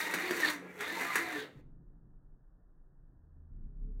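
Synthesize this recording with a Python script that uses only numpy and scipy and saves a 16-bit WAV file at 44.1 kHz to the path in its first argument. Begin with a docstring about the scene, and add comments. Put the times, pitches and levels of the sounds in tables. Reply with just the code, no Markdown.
"""Toy slot cars race round a plastic track: random tiny impacts, filtered, make the rattle, rasp and hiss.
Motors hum and whine with tones and noise bands tied to one motor speed; short gliding tones sing, filtered
blows clack at the track joints, and a gritty noise scrubs once. The cars ease off briefly, speed up again and
coast to a halt. Then filtered noise leaves the room's low rumble, and a deep hum of gliding tones swells
towards the end."""
import sys
import numpy as np
from scipy import signal
from scipy.fft import rfft, irfft
from scipy.io import wavfile

SR = 44100
rng = np.random.default_rng(int(sys.argv[2]) if len(sys.argv) > 2 else 0)


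def digitize_waveform(pressure):
    """Quantize a signal to 16-bit integers and store it at the path in sys.argv[1].

    Rows of a 2-D input are taken as channels; values are limited to [-1, 1].
    """
    field = np.atleast_2d(pressure).T
    bounded = np.clip(field, -1, 1)
    quanta = np.round(bounded * 32767).astype(np.int16)
    wavfile.write(sys.argv[1], SR, quanta)


N = 176400

# Tone colour of the hollow track's drumming and thuds: f/Hz, relative level/dB
TRACK_COLOUR = [(30,-59),(55,-43),(85,-23),(120,-22),(170,-14.5),(230,-4.5),(330,0.5),(450,-1),(650,-7),(1100,-15.5)]
# Tone colour of the pickup hiss and of the snap at a joint: f/Hz, relative level/dB
HISS_COLOUR = [(3000,-21.5),(5000,-6),(5700,1.5),(6200,2.5),(7100,2.5),(8400,0),(9700,-0.5),(11500,-4.5),(13200,0.5),(15500,-5)]


def from_db(db):
    """Turn decibels into a plain multiplier."""
    return 10 ** (np.asarray(db) / 20)


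def rms_one(x):
    """Scale a signal to an rms (average strength) of 1."""
    return x / np.sqrt(np.mean(x ** 2) + 1e-20)


def in_time(rows):
    """Join the rows of a time table with straight lines; give each column at every sample."""
    s, *columns = np.transpose(rows)
    return [np.interp(np.arange(N) / SR, s, c) for c in columns]


def drift(rate_hz):
    """Slow random wander of spread 1: smoothed noise, made at every 40th sample and joined up."""
    r = np.exp(-80 * np.pi * rate_hz / SR)
    noise = rng.standard_normal(N // 40 + 2002)
    slow = signal.lfilter([1], [1, -2 * r, r * r], noise)[2000:]  # skip the filter's start-up
    return np.interp(np.arange(N) / 40, np.arange(len(slow)), rms_one(slow))


def colour(x, spectrum):
    """Filter a sound to a given spectrum, reacting without delay; white noise keeps its power."""
    size = 8192
    hz, db = np.transpose(spectrum)
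    log_hz = np.log(np.maximum(np.arange(size // 2 + 1), 1) * SR / size)
    # Outside the table the response keeps falling
    beyond = np.maximum(log_hz - np.log(hz[-1]), 0) + np.maximum(np.log(hz[0]) - log_hz, 0)
    log_gain = np.log(from_db(np.interp(log_hz, np.log(hz), db))) - 2 * beyond
    # Folding the cepstrum puts the filter's energy as early as possible (minimum phase)
    cepstrum = irfft(log_gain)
    response = irfft(np.exp(rfft(2 * cepstrum[:size // 2], size)))
    return signal.fftconvolve(x, response / np.linalg.norm(response))[:N]


def ring(x, hz, t60_s):
    """Let a sound excite one resonance, which falls by 60 dB in t60_s."""
    r = np.exp(-np.log(1000) / (t60_s * SR))
    w = 2 * np.pi * hz / SR
    return signal.lfilter([0, np.sin(w)], [1, -2 * r * np.cos(w), r * r], x)


def cut(x, hz, kind, order=2):
    """Butterworth low-, high- or band-pass filter."""
    return signal.sosfilt(signal.butter(order, hz, kind, fs=SR, output="sos"), x)


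def room(x, wet_db):
    """Add the room's short, slightly dull tail of decaying noise, keeping the total power about the same."""
    t60_s, wall_hz = 0.31, 6850
    t = np.arange(SR) / SR
    fading = np.exp(-np.log(1000) * t / t60_s) * (t > .004)  # the tail starts after 4 ms
    tail = cut(rng.standard_normal(SR) * fading, wall_hz, "low", order=1)
    wet = from_db(wet_db)
    echo = signal.fftconvolve(x, tail / np.linalg.norm(tail))[:N]
    return (x + wet * echo) / np.hypot(1, wet)


def contacts(turns, spread_db, judder_db):
    """Tiny impacts of tyres and pickups on the rails, bunched once per motor turn and in random judders."""
    contacts_per_s, turn_pulsing = 7000, .5  # average rate; how strongly it follows the turns
    hit = rng.random(N) < contacts_per_s / SR * (1 + turn_pulsing * np.cos(turns))
    spread = spread_db * np.minimum(rng.exponential(1, N), 3)
    judder = judder_db * np.clip(drift(90), -1.5, 1.5)
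    return rms_one(hit * from_db(spread + judder) * rng.choice([-1, 1], N))


def running_levels():
    """Base levels in dB of rattle, drumming, rasp and hiss; they die away once the car stands still."""
    # Running noise: t/s, then base level/dB of the rattle, the track's drumming, the rasp, the pickup hiss
    running = [(0,-38.5,-47,-44.5,-44.5),(.09,-39,-47,-51.5,-51.5),(.2,-40.5,-42.5,-50.5,-52),(.29,-39,-46,-49.5,-52.5),(.37,-41,-46.5,-51,-48.5),(.44,-35,-46.5,-45,-47),(.505,-36.5,-50.5,-46.5,-47.5),(.535,-48,-54,-63,-52),(.59,-61,-52,-101,-78),(.66,-55,-50.5,-76,-75.5),(.73,-56.5,-57.5,-78,-70),(.78,-53.5,-57.5,-70.5,-65.5),(.808,-38,-53.5,-54,-54),(.85,-43,-53.5,-50.5,-57.5),(.92,-44,-47.5,-49,-55),(1.02,-38,-48,-55,-49),(1.1,-39.5,-51,-53,-54),(1.18,-38,-51.5,-50,-48),(1.25,-44.5,-46.5,-56.5,-59.5),(1.33,-42,-53,-52.5,-55),(1.405,-48.5,-50,-50.5,-57),(1.45,-53.5,-54,-58,-69),(1.51,-77,-59.5,-83,-85),(1.61,-71.5,-63.5,-82,-84)]
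    stopped_s = np.maximum(np.arange(N) / SR - running[-1][0], 0)
    fall_db = 60 * np.minimum(stopped_s / 0.032, 1)
    return [db - fall_db for db in in_time(running)]


def rolling(turns):
    """The impacts shake the car body and the hollow track; the pickups rasp and hiss along the rails."""
    # Tone colour of the body's rattle: f/Hz, relative level/dB
    rattle_colour = [(300,-19.5),(600,-11.5),(800,-5.5),(1000,-6.5),(1200,-4),(1450,-6),(1750,-0.5),(2000,2.5),(2250,-2.5),(2600,-8),(3100,-18),(5000,-39)]
    # Tone colour of the pickups' rasp: f/Hz, relative level/dB
    rasp_colour = [(2300,-13.5),(2800,0),(3200,-6.5),(3700,4.5),(4050,-4),(4300,-1.5),(4700,-8.5),(5300,-18.5),(7000,-39.5)]
    # Low resonances of the track: f/Hz, relative level/dB, time to fall by 60 dB/s
    track_modes = [(84,-15,1),(181.2,-4.5,.7),(274,-6.5,.2),(347,-8,.3),(438,-2.5,0.46),(507,-5.5,.3)]
    # Added to the base levels, in dB; the hiss adds nothing
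    rattle_trim, drum_trim, modes_trim, rasp_trim = -1, -4, -5, -1

    rattle_db, drum_db, rasp_db, hiss_db = running_levels()
    knocks = contacts(turns, spread_db=3.5, judder_db=2.5)
    scrapes = contacts(turns, spread_db=2.0, judder_db=2.0)
    drum_hits = contacts(turns, spread_db=1.5, judder_db=5.5)
    modes = np.zeros(N)
    for hz, db, t60_s in track_modes:
        modes += from_db(db) * rms_one(ring(rng.standard_normal(N), hz, t60_s))
    modes = rms_one(modes) * from_db(drum_db + modes_trim)
    body = colour(knocks * from_db(rattle_db + rattle_trim), rattle_colour)
    drum = colour(drum_hits * from_db(drum_db + drum_trim), TRACK_COLOUR)
    rasp = colour(scrapes * from_db(rasp_db + rasp_trim), rasp_colour)
    hiss = colour((knocks + scrapes) / np.sqrt(2) * from_db(hiss_db), HISS_COLOUR)
    return room(body + drum + rasp, wet_db=-9.5) + room(hiss, wet_db=-12) + modes


def gears(turns):
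    """Loose teeth smear the mesh tones into narrow noise bands whose pitch follows the motor speed."""
    # Rough gear noise: multiple of the motor speed, width/Hz, relative level/dB
    gear_bands = [(6,390,1.5),(12,230,-5),(13,260,-8)]
    bands = np.zeros(N)
    for multiple, width_hz, db in gear_bands:
        slow_noise = cut(rng.standard_normal(N), width_hz / 2, "low", order=3)
        bands += from_db(db) * rms_one(slow_noise * np.cos(multiple * turns))
    rasp_db = running_levels()[2]
    return room(bands * from_db(rasp_db - 4), wet_db=-11)


def whir(turns, hum_db, flutter_db=2.5, wobble_db=3.0):
    """The unbalanced rotor hums once per turn; gears and commutator add a fluttering whine."""
    # Gear and commutator whine: multiple of the motor speed, level against the base rattle level/dB
    whine_orders = [(2,-19),(3,-13),(4,-17.5),(5,-9.5),(6,-8),(7,-13.5),(9,-23.5),(12,-21.5)]
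    hum = from_db(hum_db + wobble_db * drift(27)) * np.sin(turns)
    whine = np.zeros(N)
    for multiple, db in whine_orders:
        flutter = from_db(db + flutter_db * drift(25))
        whine += flutter * np.sin(multiple * turns + rng.uniform(0, 2 * np.pi))
    rattle_db = running_levels()[0]
    return room(hum, wet_db=-11) + room(whine * from_db(rattle_db), wet_db=-9)


def room_rumble(split_hz=110):
    """Dull background noise, heaviest in the bass, built from separately levelled bands."""
    # Tone colour of the room's noise: f/Hz, relative level/dB
    room_colour = [(12, -27), (20, 2.5), (46, -9.5), (81, -25), (144, -18), (207, -30.5), (290, -30),
                   (539, -43.5), (716, -44), (771, -46.5), (1800, -53.5), (2340, -82.5), (3960, -120)]
    # Room rumble: t/s, level below 110 Hz/dB, level above/dB
    rumble_levels = [(0,-100,-76),(1.52,-90.5,-62),(1.57,-52.5,-54),(1.75,-53,-60),(2.05,-57.5,-63),(2.5,-57.5,-71),(3.0,-58,-68.5),(3.4,-57,-67),(3.6,-43.5,-64),(4,-55.5,-63.5)]
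    low_db, high_db = in_time(rumble_levels)
    low, high, air = [colour(rng.standard_normal(N), room_colour) for _ in range(3)]
    low = rms_one(cut(low, split_hz, "low", order=4))
    high = rms_one(cut(cut(high, split_hz, "high", order=4), 420, "low"))
    air = rms_one(cut(cut(air, 450, "high"), 1900, "low", order=12))
    faint_hiss = from_db(-103) * rng.standard_normal(N)
    return low * from_db(low_db) + high * from_db(high_db) + air * from_db(-78.5) + faint_hiss


def singing(waver=0.0059, flutter_db=3.5):
    """Chassis and track sing briefly as the speed sweeps past a resonance: gliding tones swell and fade."""
    # Singing tones: start t/s, length/s, start f/Hz, end f/Hz, level before the flutter/dB
    sung_tones = [(.03,.13,900,890,-51.5),(.395,0.046,2039,1887,-37.5),(.422,0.035,1890,1740,-30.5),(.675,0.045,2295,2310,-56.5),(.76,0.084,431,405,-51),(0.877,.05,1760,1790,-42.5),(0.945,0.056,930,909.3,-46.5),(1.054,0.088,1196,1230,-43.5),(1.172,0.03,1980,1970,-37.5),(1.218,.16,738,710,-49.5),(1.325,.06,1820,1750,-46),(1.354,0.094,426,431.4,-47),(1.383,0.052,1557,1560,-47.5)]
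    t, out = np.arange(N) / SR, np.zeros(N)
    wobble = 1 + waver * drift(45)
    for start, length, from_hz, to_hz, db in sung_tones:
        span = (t >= start) & (t < start + length)
        u = (t[span] - start) / length  # 0 to 1 through the tone
        hz = (from_hz + (to_hz - from_hz) * u) * wobble[span]
        swell = np.sqrt(2 * np.sin(np.pi * u))
        out[span] += from_db(db) * swell * np.sin(2 * np.pi * np.cumsum(hz) / SR)
    return room(out * from_db(flutter_db * drift(53)), wet_db=-18.5)


def joints():
    """Front and rear axle strike each joint: the shell snaps and chatters, and the hollow track thuds."""
    # A car crosses a joint: t/s, strength/dB, snap against strength/dB, thud against strength/dB
    crossings = [(.111,-11.5,2,-10),(.139,0.5,-3,-12.5),(.145,-3,-4,-10.5),(.309,-0.5,-5,-2),(.402,-6,1.5,-11.5),(.449,0,-13,-10.5),(0.471,-4,-5,-7.5),(.5,-3.5,-1.5,-10),(.808,-9,-0.5,-10),(0.88,-13,-1,-9.5),(1.011,-2,-8,-10.5),(1.052,-10,-7.5,-8),(1.1565,5.5,-3.5,-15),(1.224,-20.5,8,-5),(1.322,-17.5,3,-1)]
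    # Tone colour of the clack: f/Hz, relative level/dB
    clack_colour = [(100,-34),(250,-7),(400,-7),(700,-12),(1000,1.5),(1300,-3),(1700,5.5),(2100,1),(3000,-14),(4300,-14),(5500,-23),(12000,-26)]
    clack_db, snap_db = -10.5, -15.5  # added to the strengths
    chatter_db, chatter_s = -17, .011  # level; time to fall to 37 %
    axle_gap_s, rear_axle_db = .0062, -9.5  # average gap; rear blow against the front one
    shell_ring_s = 0.0024  # time to fall to 37 %

    t = np.arange(SR // 8) / SR
    dull, bright, thud = np.zeros((3, N))
    for s, db, bright_db, thud_db in crossings:
        grains = rng.standard_normal(len(t)) * (rng.random(len(t)) < .3)
        blow = from_db(chatter_db) * grains * np.exp(-t / chatter_s)
        blow[0] += 1  # front axle
        blow[int(axle_gap_s * rng.uniform(.9, 1.1) * SR)] += from_db(rear_axle_db)
        i = int(s * SR)
        dull[i:i + len(t)] += from_db(db + clack_db) * blow
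        thud[i:i + len(t)] += from_db(db + clack_db + thud_db) * blow
        bright[i:i + len(t)] += from_db(db + bright_db + snap_db) * blow
    shell = rng.choice([-1, 1], len(t)) * np.exp(-t / shell_ring_s)
    snap = signal.fftconvolve(bright, shell / np.linalg.norm(shell))[:N]
    clacks = colour(dull, clack_colour) + colour(thud, TRACK_COLOUR) + colour(snap, HISS_COLOUR)
    return room(clacks, wet_db=-6)


def skid(turns):
    """Tyres scrub through a bend: tiny impacts, filtered to a gritty noise, swell and fade."""
    # Loudness of the scrub: t/s, level/dB
    scrub_levels = [(.41,-61.5),(.445,-45),(.487,-35.5),(.505,-46),(.54,-70.5)]
    # Tone colour of the scrub: f/Hz, relative level/dB
    scrub_colour = [(2600,-18.5),(3300,-6.5),(3800,-1.5),(4400,1),(4800,-11.5),(5300,-21),(7000,-40)]
    t = np.arange(N) / SR
    grit = colour(contacts(turns, spread_db=3.5, judder_db=2.0), scrub_colour)
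    sliding = (t > scrub_levels[0][0]) & (t < scrub_levels[-1][0])
    return room(grit * from_db(in_time(scrub_levels)[0]) * sliding, wet_db=-18)


def deep_hum(flutter_db=4.0, waver=0.013):
    """A very low hum, like a distant engine, rises in pitch and level, with a soft puff on every cycle."""
    # Deep hum: t/s, f/Hz, base level/dB
    hum_curve = [(3.0,25.85,-83),(3.45,26.93,-58.5),(3.56,27.54,-45),(3.7,31.02,-48),(3.82,33.3,-41),(4,33.5,-40)]
    # Its partials: multiple of the pitch, level against the base/dB; the first is the steady main tone
    hum_partials = [(1,0.5),(2,-21),(3,-25),(4,-22.5),(5,-20),(6.1,-25.5),(7.4,-25),(8.4,-29.5),(12.8,-34)]
    # A softer tone before the hum: t/s, level/dB
    drone_levels = [(2.9,-89.5),(3.2,-64.5),(3.45,-55.5),(3.58,-61),(4,-81.5)]
    drone_hz = 77.4  # average pitch
    puff_db, puff_band_hz = -29.5, (152, 293.4)

    hz, db = in_time(hum_curve)
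    phase = 2 * np.pi * np.cumsum(hz) / SR
    main = from_db(hum_partials[0][1]) * np.sin(phase)
    upper = np.zeros(N)
    for multiple, level in hum_partials[1:]:
        flutter = from_db(level + flutter_db * drift(9.5))
        wavering_hz = hz * (1 + waver * drift(9.4))
        upper += flutter * np.sin(multiple * 2 * np.pi * np.cumsum(wavering_hz) / SR)
    puff_noise = cut(rng.standard_normal(N), puff_band_hz, "band")
    puffs = from_db(puff_db) * rms_one(puff_noise * (1 + np.sin(phase)) ** 2)
    drone_phase = 2 * np.pi * np.cumsum(drone_hz * (1 + waver * drift(15))) / SR
    drone = from_db(in_time(drone_levels)[0]) * np.sin(drone_phase)
    hum = from_db(db) * (main + upper + puffs) + drone
    fade_in = np.clip((np.arange(N) / SR - drone_levels[0][0]) * 10, 0, 1)  # over 0.1 s
    return np.sqrt(2) * hum * fade_in


def scene():
    """The cars on their track share one motor speed; the room's rumble and the deep hum surround them."""
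    # Motor: t/s, average turns per second/Hz, level of the rotor's hum before its wobble/dB
    motor = [(0,313,-54),(.16,319,-50.5),(.19,300,-43),(.26,369,-42),(.36,357,-41.5),(.44,313,-45),(.53,300,-50),(.59,277,-49),(.65,279,-63),(.86,283,-63.5),(.93,335,-43),(1.0,347,-55.5),(1.12,340,-55.5),(1.22,340,-41),(1.27,331,-54),(1.35,303,-44.5),(1.42,266,-54),(1.48,250,-79),(1.6,205,-101)]
    speed_hz, hum_db = in_time(motor)
    turns = 2 * np.pi * np.cumsum(speed_hz * (1 + .008 * drift(30))) / SR  # motor angle in radians
    driving = np.arange(N) / SR < motor[-1][0]
    cars = rolling(turns) + gears(turns) + whir(turns, hum_db) * driving
    cars += singing() + joints() + skid(turns)
    return (cut(cars, 74, "high") + room_rumble() + cut(deep_hum(), 550, "low", order=4))[None]


def record(dry):
    """A steep low-pass filter removes the treble above 15.8 kHz."""
    return signal.sosfilt(signal.ellip(10, .1, 80, 15800, fs=SR, output="sos"), dry)


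dry = scene()
out = record(dry)
digitize_waveform(out)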